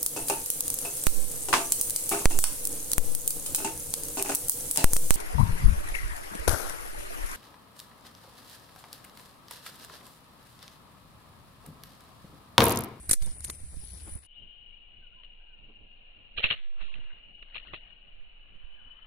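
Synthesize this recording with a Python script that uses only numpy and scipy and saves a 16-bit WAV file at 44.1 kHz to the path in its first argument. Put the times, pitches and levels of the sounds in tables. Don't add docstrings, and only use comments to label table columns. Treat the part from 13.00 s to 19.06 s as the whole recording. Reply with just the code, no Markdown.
import sys
import numpy as np
from scipy import signal
from scipy.fft import rfft, irfft
from scipy.io import wavfile
from scipy.ndimage import uniform_filter1d

SR = 44100
rng = np.random.default_rng(int(sys.argv[2]) if len(sys.argv) > 2 else 0)


def convert_level_to_amplitude(level_db):
    exponent = np.asarray(level_db, float) / 20
    return 10 ** exponent


def unload_audio(sound):
    columns = np.transpose(np.atleast_2d(sound))
    steps = np.round(np.clip(columns, -1, 1) * 32767)
    wavfile.write(sys.argv[1], SR, steps.astype(np.int16))


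N = 267378
LENGTH = 330000
T = np.arange(LENGTH) / SR

# frequency [Hz], density [dB per Hz].
SLAP_TONE_HZ_DB = [(35, -48.5), (60, -11), (135, -14), (294, -31.5), (595, -15), (902, -25.5),
                   (1120, -20.5), (1730, -9.5), (2920, -2), (4190, -14), (4500, -38.5), (5850, -46.5),
                   (9900, -120)]
# time [s], gain [dB].
DUCK_S_DB = [
    (3.37, 0.5),
    (3.44, -3),
    (3.56, -10),
    (3.68, -13),
    (3.79, -3),
    (3.81, 2),
]
# time [s], lift [dB].
BREEZE_S_DB = [(1.4, -1.5), (1.9, -0.5), (2.7, 0.5), (2.92, 1), (3.3, 3.5), (3.82, 11.5), (3.93, 1),
               (4.2, 2), (4.5, -3), (4.65, 5.5), (5.0, -1.5), (5.6, -1.5), (5.8, -3.5), (6.2, -4),
               (6.5, -1), (6.7, 5), (6.95, 2)]


def evened(x):
    return x / np.sqrt(np.mean(x ** 2) + 1e-20)


def along(rows):
    s, *columns = np.transpose(rows)
    return [np.interp(T, s, c) for c in columns]


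def coloured(points, shape):
    hz, db = np.transpose(points)
    bins_hz = np.fft.rfftfreq(shape[-1], 1 / SR)
    gain = convert_level_to_amplitude(np.interp(np.log(bins_hz + 1), np.log(hz + 1), db))
    return evened(irfft(rfft(rng.standard_normal(shape)) * gain, shape[-1]))


def resonate(x, hz, width_hz):
    turn = np.exp(2j * np.pi * np.cumsum(hz * np.ones(x.shape[-1])) / SR)
    r = np.exp(-np.pi * width_hz / SR)
    low = signal.lfilter([(1 - r) ** 2], [1, -2 * r, r * r], x * turn.conj())
    return evened((turn * low).real)


def ports(a, b, same, lag_s):
    same = np.clip(same, 0, 1)
    return np.array([np.roll(a, round(lag_s * SR)), same * a + np.sqrt(1 - same ** 2) * b])


def wander(size):
    return evened(uniform_filter1d(uniform_filter1d(rng.standard_normal(LENGTH), size), size))


def swell(s, rise_db_per_s, fall_db_per_s):
    drop_db = np.where(T < s, rise_db_per_s * (s - T), fall_db_per_s * (T - s))
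    return convert_level_to_amplitude(-np.minimum(drop_db, 200))


def slaps():
    # time [s], left [dB], right [dB].
    snap_rows = [(3.3834, -36.5, -24.5), (3.3862, -27, -33.5), (3.3954, -27.5, -25.5), (3.403, -31, -39),
                 (3.4056, -38, -28), (3.4358, -27.5, -29), (3.4424, -13.5, -11), (3.4465, -21, -28.5),
                 (3.4533, -25, -25), (3.4587, -27, -21.5), (3.4625, -31.5, -25), (3.4688, -26.5, -31.5),
                 (3.4903, -42.5, -28.5), (3.5055, -33, -22), (3.5118, -15, -30), (3.5199, -23, -33),
                 (3.523, -23, -35.5), (3.5282, -22.5, -21), (3.5378, -29.5, -40.5), (3.5417, -30, -36.5),
                 (3.547, -43.6, -35.0)]
    # time [s], left [dB], right [dB], extra thud [dB].
    tap_rows = [(2.2362, -42, -63.5, -6), (2.2484, -44.5, -55, -8), (3.9419, -49, -32.5, -7),
                (3.956, -45, -42.5, 1), (4.4272, -54, -36, 4.5), (4.5468, -53, -33.5, -4),
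                (4.556, -32.5, -40, 9), (4.5634, -32, -30, 9), (4.5824, -51.5, -32.5, -6),
                (4.601, -39, -52.5, -4), (4.6734, -38, -46, 1), (4.736, -36, -35.5, 31),
                (4.744, -32.5, -36, 14.5), (4.7626, -39, -56, -15)]
    # frequency [Hz], density [dB per Hz].
    thud_tone = [(59, -28.5), (100, 4), (160, -12.5), (322, -6), (651, -2), (907, -17), (1200, 3.5),
                 (1500, -14.5), (1720, -16.5), (1900, -18), (2470, -42.5), (4180, -120)]
    rise_s, ring_t60_s, crack_t60_s, crack_db = .0016, .007, .035, -8
    ring_hz, ring_spread_hz, ring_left_hz_per_db = 2830, 100, 7
    thud_db, thud_left_per_db, volley_thud_db = -17.5, .27, 9
    out = np.zeros((2, LENGTH))
    t = np.arange(-200, 3800) / SR
    rise = np.exp(-(np.minimum(t, 0) / rise_s) ** 2)
    after = np.maximum(t, 0)
    hits = [(*row, volley_thud_db * (k < 5)) for k, row in enumerate(snap_rows)] + tap_rows
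    for s, left_db, right_db, extra_db in hits:
        lean_db = left_db - right_db
        hz = ring_hz + ring_left_hz_per_db * lean_db + ring_spread_hz * rng.standard_normal()
        low_db = thud_db + thud_left_per_db * np.clip(lean_db, -12, 12) + extra_db
        phase = .25 * rng.random((2, 1))
        port_hz = hz * (.98 + .04 * rng.random((2, 1)))
        ring = np.sqrt(2) * np.cos(2 * np.pi * (port_hz * t + phase)) * convert_level_to_amplitude(-60 * after / ring_t60_s)
        crack = coloured(SLAP_TONE_HZ_DB, (2, len(t))) * convert_level_to_amplitude(crack_db - 60 * after / crack_t60_s)
        thud = coloured(thud_tone, (2, len(t))) * convert_level_to_amplitude(low_db - 60 * after / crack_t60_s)
        slap = rise * (ring + crack + thud)
        slap *= np.sqrt(2) / abs(slap).max(axis=1, keepdims=True)
        at = round(s * SR) - 200
        out[:, at:at + len(t)] += convert_level_to_amplitude(np.array([[left_db], [right_db]]) + 1.0) * slap
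    edge = signal.firwin(511, 4450, window=("kaiser", 7), fs=SR)
    return signal.oaconvolve(out + swish(), edge[None], "same")


def swish():
    # time [s], left [dB], right [dB], fall [dB/s].
    swish_rows = [
        (3.378, -33.5, -29, 400.5),
        (3.437, -24.5, -27.5, 300.5),
        (3.507, -26, -26.5, 600),
        (3.56, -51.5, -52.5, 95),
        (3.811, -50.5, -51, 72),
        (4.452, -64.5, -71, 904.5),
        (4.557, -34.5, -56, 497),
        (4.738, -40, -40.5, 402),
    ]
    level = 0
    for s, left_db, right_db, fall in swish_rows:
        level = level + convert_level_to_amplitude(np.array([[left_db], [right_db]])) * swell(s, 2197.5, fall)
    return level * convert_level_to_amplitude(2.7 * wander(size=40)) * coloured(SLAP_TONE_HZ_DB, (2, LENGTH))


def pushes():
    # time [s], left pressure, right pressure [full scale], rise [s], fall [s].
    push_rows = [(3.386, -0.021, -0.021, 0.00413, 0.0074), (3.4, 0.00797, 0.0085, 0.054, 0.01464),
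                 (3.445, 0.0077, -0.062, 0.0047, 0.027), (3.68, -0.025, 0.035, .09, 0.55),
                 (3.815, 0.019, 0.019, 0.00776, 0.089), (5.17, -0.0024, -0.0053, 0.081, 0.045),
                 (5.195, 0.002, 0.0074, 0.0045, 0.012), (5.215, 0.0064, -0.015, 0.024, 0.031),
                 (5.57, -0.0032, -0.014, 0.018, 0.014), (5.615, 0.0065, -0.008, 0.0098, 0.009),
                 (5.648, -0.0041, 0.031, 0.0058, 0.011), (5.68, 0.0026, -0.013, 0.036, 0.09),
                 (6.85, -0.00024, -0.0093, 0.049, 0.037), (6.94, -0.0015, 0.046, 0.0097, 0.008),
                 (6.96, 0.01, -0.02, 0.035, 0.011)]
    out = np.zeros((2, LENGTH))
    t = np.arange(-12000, 20000) / SR
    for s, left, right, rise_s, fall_s in push_rows:
        shape = np.exp(-(np.minimum(t, 0) / rise_s) ** 2 - np.maximum(t, 0) / fall_s)
        at = round((s + t[0]) * SR)
        out[:, at:at + len(t)] += np.array([[left], [right]]) * shape
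    return uniform_filter1d(out, size=150, axis=1)


def rustle():
    # time [s], peak [dB], rise [dB/s], fall [dB/s].
    move_rows = [
        (3.81, -52, 798, 363.5),
        (4.1, -61, 22.5, 111.5),
        (4.55, -58.5, 95.5, 51.5),
        (4.7, -57, 92.5, 129.5),
        (4.95, -73.5, 32.5, 18),
        (5.8, -67.5, 39.5, 6.5),
        (6.4, -69, 18.5, 37),
        (7.2, -60, 82, 38.5),
    ]
    # time [s], centre [Hz], narrow share [0-1].
    tint_rows = [(3.8, 1200, .3), (3.95, 1700, .1), (4.9, 1800, .1), (5.5, 1420, 1), (6.4, 1400, .9),
                 (6.6, 550, .9)]
    hz, narrow = along(tint_rows)
    grains = rng.standard_normal((2, LENGTH)) * convert_level_to_amplitude(3.5 * wander(size=200))
    sound = narrow * resonate(grains, hz, 1500) + (1 - narrow) * resonate(grains, hz, 2803)
    level = sum(convert_level_to_amplitude(db) * swell(s, rise, fall) for s, db, rise, fall in move_rows)
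    return level * convert_level_to_amplitude(np.array([[2.5], [-2.5]])) * sound


def knock():
    parts_hz_width_db = [(239, 90, -55.5), (400, 220, -65.5), (800, 670, -68)]
    body = sum(convert_level_to_amplitude(db) * resonate(rng.standard_normal(LENGTH), hz, width_hz)
               for hz, width_hz, db in parts_hz_width_db)
    return swell(2.7, rise_db_per_s=720, fall_db_per_s=450) * body


def cicada(level_db, hz, pan_db, depth_db, throb_hz, width_hz, skirt_db, tone_db):
    belly, wings = rng.standard_normal((2, 2, LENGTH))
    turns = np.cumsum(throb_hz * (1 + 0.04 * wander(size=6000))) / SR
    throb = convert_level_to_amplitude(depth_db * (np.cos(2 * np.pi * turns) + 0.21 * np.cos(4 * np.pi * turns + 2.9)))
    tone_turns = np.cumsum(hz + 22 * wander(size=500)) / SR
    tone = convert_level_to_amplitude(tone_db) * np.sqrt(2) * np.cos(2 * np.pi * tone_turns)
    song = (tone + resonate(belly, hz, width_hz)) * throb
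    song = song + convert_level_to_amplitude(skirt_db) * resonate(wings, hz * 1.1, 400)
    gain = convert_level_to_amplitude(level_db + pan_db * np.array([[.5], [-.5]]))
    return gain * evened(ports(*song, same=.6, lag_s=0.0013095))


def cicadas():
    # time [s], level [dB], pitch [Hz], left over right [dB].
    long_song = [(1.4, -56, 2890, 13.5), (2.2, -59, 2895, 9.5), (2.6, -62.5, 2850, 10.5),
                 (3.25, -60, 2835, 6.5), (3.98, -59.5, 2850, 2), (4.4, -58, 2890, 9.5),
                 (4.9, -64, 2910, 22), (5.27, -65.5, 2910, 3), (5.83, -62.5, 2984, 17.5),
                 (6.1, -61, 3005, 14.5), (6.4, -62.5, 2975, 17), (6.95, -59, 2976, 12.5)]
    # time [s], level [dB], pitch [Hz].
    short_song = [(1.2, -60.5, 3020), (1.6, -63.5, 3128), (1.74, -59, 2866), (1.82, -81.5, 3012)]
    first = cicada(*along(long_song), depth_db=2.5 + 2.5 * wander(size=5000), throb_hz=17.6,
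                   width_hz=140, skirt_db=-14, tone_db=-2)
    second = cicada(*along(short_song), pan_db=13.5, depth_db=0.5, throb_hz=33.33,
                    width_hz=92, skirt_db=-13.5, tone_db=0)
    return first + second


def birds():
    # start [s], length [s], first pitch [Hz], last pitch [Hz], level [dB].
    call_rows = [(1.333, 0.028, 3160, 3650, -59), (1.716, 0.055, 2150, 2564, -65.5),
                 (1.82, .054, 2480, 2247, -66.5), (2.013, 0.064, 1590, 1345, -68),
                 (2.115, 0.038, 1310, 1496, -69.5), (2.161, 0.058, 1040, 985, -62),
                 (2.389, 0.062, 1455, 1660, -73), (2.446, 0.15, 1650, 1319, -72.5),
                 (3.803, .15, 1120, 1030, -59), (4.058, 0.072, 1772, 1368, -65),
                 (5.772, 0.044, 1720, 1380, -63.5)]
    out = np.zeros(LENGTH)
    for start_s, length_s, first_hz, last_hz, db in call_rows:
        at = round(start_s * SR)
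        u = np.linspace(0, 1, round(length_s * SR))
        hz = (first_hz + (last_hz - first_hz) * u) * (1 + .02 * np.sin(np.pi * u))
        flutter = 1 + .4 * evened(uniform_filter1d(rng.standard_normal(len(u)), size=200))
        whistle = np.sqrt(np.sin(np.pi * u)) * np.sin(2 * np.pi * np.cumsum(hz) / SR)
        out[at:at + len(u)] += convert_level_to_amplitude(db) * flutter * whistle
    return np.array([np.roll(out, 57), out])


def wash():
    # frequency [Hz], density [dB per Hz].
    leaf_tone = [(40, -21.5), (104, -36.5), (314, -38.5), (420, -37.5), (604, -37.5), (900, -40.5),
                 (1560, -43.5), (2200, -39), (2700, -24.5), (3200, -37.5), (4110, -49), (4260, -42.5),
                 (4330, -88.5)]
    air = ports(*coloured(leaf_tone, (2, LENGTH)), same=.5, lag_s=.0013)
    return convert_level_to_amplitude(-61 + 0.691 * along(BREEZE_S_DB)[0] + np.array([[.7], [-.7]])) * air


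def hum():
    # frequency [Hz], width [Hz], level [dB].
    order_rows = [
        (19.44, 9.6, -56),
        (31.014, 12, -70),
    ]
    rumble_tone_hz_db = [(25, -21.0), (40, 4), (110, -7), (300, -15), (700, -26.0), (1500, -49.5)]
    orders = sum(convert_level_to_amplitude(db) * ports(*resonate(rng.standard_normal((2, LENGTH)), hz, width_hz), same=.9, lag_s=0)
                 for hz, width_hz, db in order_rows)
    level_db = -70 + 1.4 * along(BREEZE_S_DB)[0] + 5.5 * wander(size=3000)
    ducking = (T > DUCK_S_DB[0][0]) * (T < DUCK_S_DB[-1][0])
    level_db += 2.5 * np.minimum(along(DUCK_S_DB)[0] - DUCK_S_DB[0][1] * ducking, 0)
    lumps = ports(*coloured(rumble_tone_hz_db, (2, LENGTH)), same=0.71, lag_s=.0002)
    return orders + convert_level_to_amplitude(level_db + np.array([[-2.5], [.7]])) * lumps


def emptied(x, size, band, chance):
    hz, t, z = signal.stft(x, SR, nperseg=size)
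    level_db = 10 * np.log10(uniform_filter1d((abs(z) ** 2).sum(0), band, axis=0) + 1e-16)
    depth_db = uniform_filter1d(level_db, 12 * band, axis=0) - level_db
    keep = ~chance(hz[:, None], t, depth_db)[np.arange(len(hz)) // band * band]
    return signal.istft(z * keep, SR, nperseg=size)[1][:, :LENGTH]


def sparse(quiet, hits):
    # start [s], end [s], share of emptied bands [0-1].
    blotch_rows = [(3.3, 3.43, .3), (3.47, 3.5, .3), (3.83, 3.94, .4), (4.33, 4.545, .4), (4.575, 4.73, .4),
                   (4.75, 4.84, .4)]
    from_hz = 720

    def weak(hz, t, depth_db):
        mood = evened(uniform_filter1d(rng.standard_normal(depth_db.shape), size=11, axis=1))
        weakness_db = 2 * uniform_filter1d(depth_db, size=5, axis=1) + 4.0 * mood
        return (weakness_db > 5.6) & (hz > from_hz) & (abs(hz - 2750) > 450)

    def blotch(hz, t, depth_db):
        share = sum(part * ((t > start) & (t < end)) for start, end, part in blotch_rows)
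        luck = np.repeat(rng.random(depth_db.shape), 3, axis=1)[:, :len(t)]
        return (luck < share) & (depth_db > -3) & (hz > from_hz)

    edge = signal.firwin(1023, 4290, window=("kaiser", 8), fs=SR)
    thinned = signal.oaconvolve(emptied(quiet, 2048, 3, weak), edge[None], "same")
    return emptied(thinned + hits, 512, 3, blotch)


def starved(hz, t, depth_db):
    # centre [Hz], half width [Hz], share of blocks emptied [0-1].
    thin_rows = [(2900, 450, .3), (6000, 900, .1), (12200, 1300, .2)]
    share = sum(part * (abs(hz - centre_hz) < half_hz) for centre_hz, half_hz, part in thin_rows)
    luck = np.repeat(rng.random(depth_db.shape), 6, axis=1)[:, :len(t)]
    return (luck < share) & (depth_db > -2) & (t > .27)


def scene():
    quiet = (cicadas() + wash() + hum()) * convert_level_to_amplitude(along(DUCK_S_DB)[0]) + rustle() + birds() + knock()
    field = sparse(quiet, slaps()) + pushes()
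    full_start_s = 3.0647
    full = signal.resample_poly(field[:, round(full_start_s * SR):], 72, 241, axis=1) * convert_level_to_amplitude(6.5)
    full = np.pad(emptied(full, 1024, 5, starved), ((0, 0), (0, N)))[:, :N]
    t = T[:N]
    full_gain = np.interp(t, (1.137, 1.206), [1, .27]) * (t < 1.265)
    slow_gain = np.interp(t, (1.23, 1.364), [0, 1])
    return full * full_gain + field[:, :N] * slow_gain


def low_pass(x):
    return signal.sosfilt(signal.butter(12, 15630, fs=SR, output="sos"), x)


def record(dry):
    edge = signal.firwin(255, 15200, window=("kaiser", 8), fs=SR)
    mix = signal.oaconvolve(dry, edge[None], "same")
    return low_pass(mix)


dry = scene()
out = record(dry)
unload_audio(out)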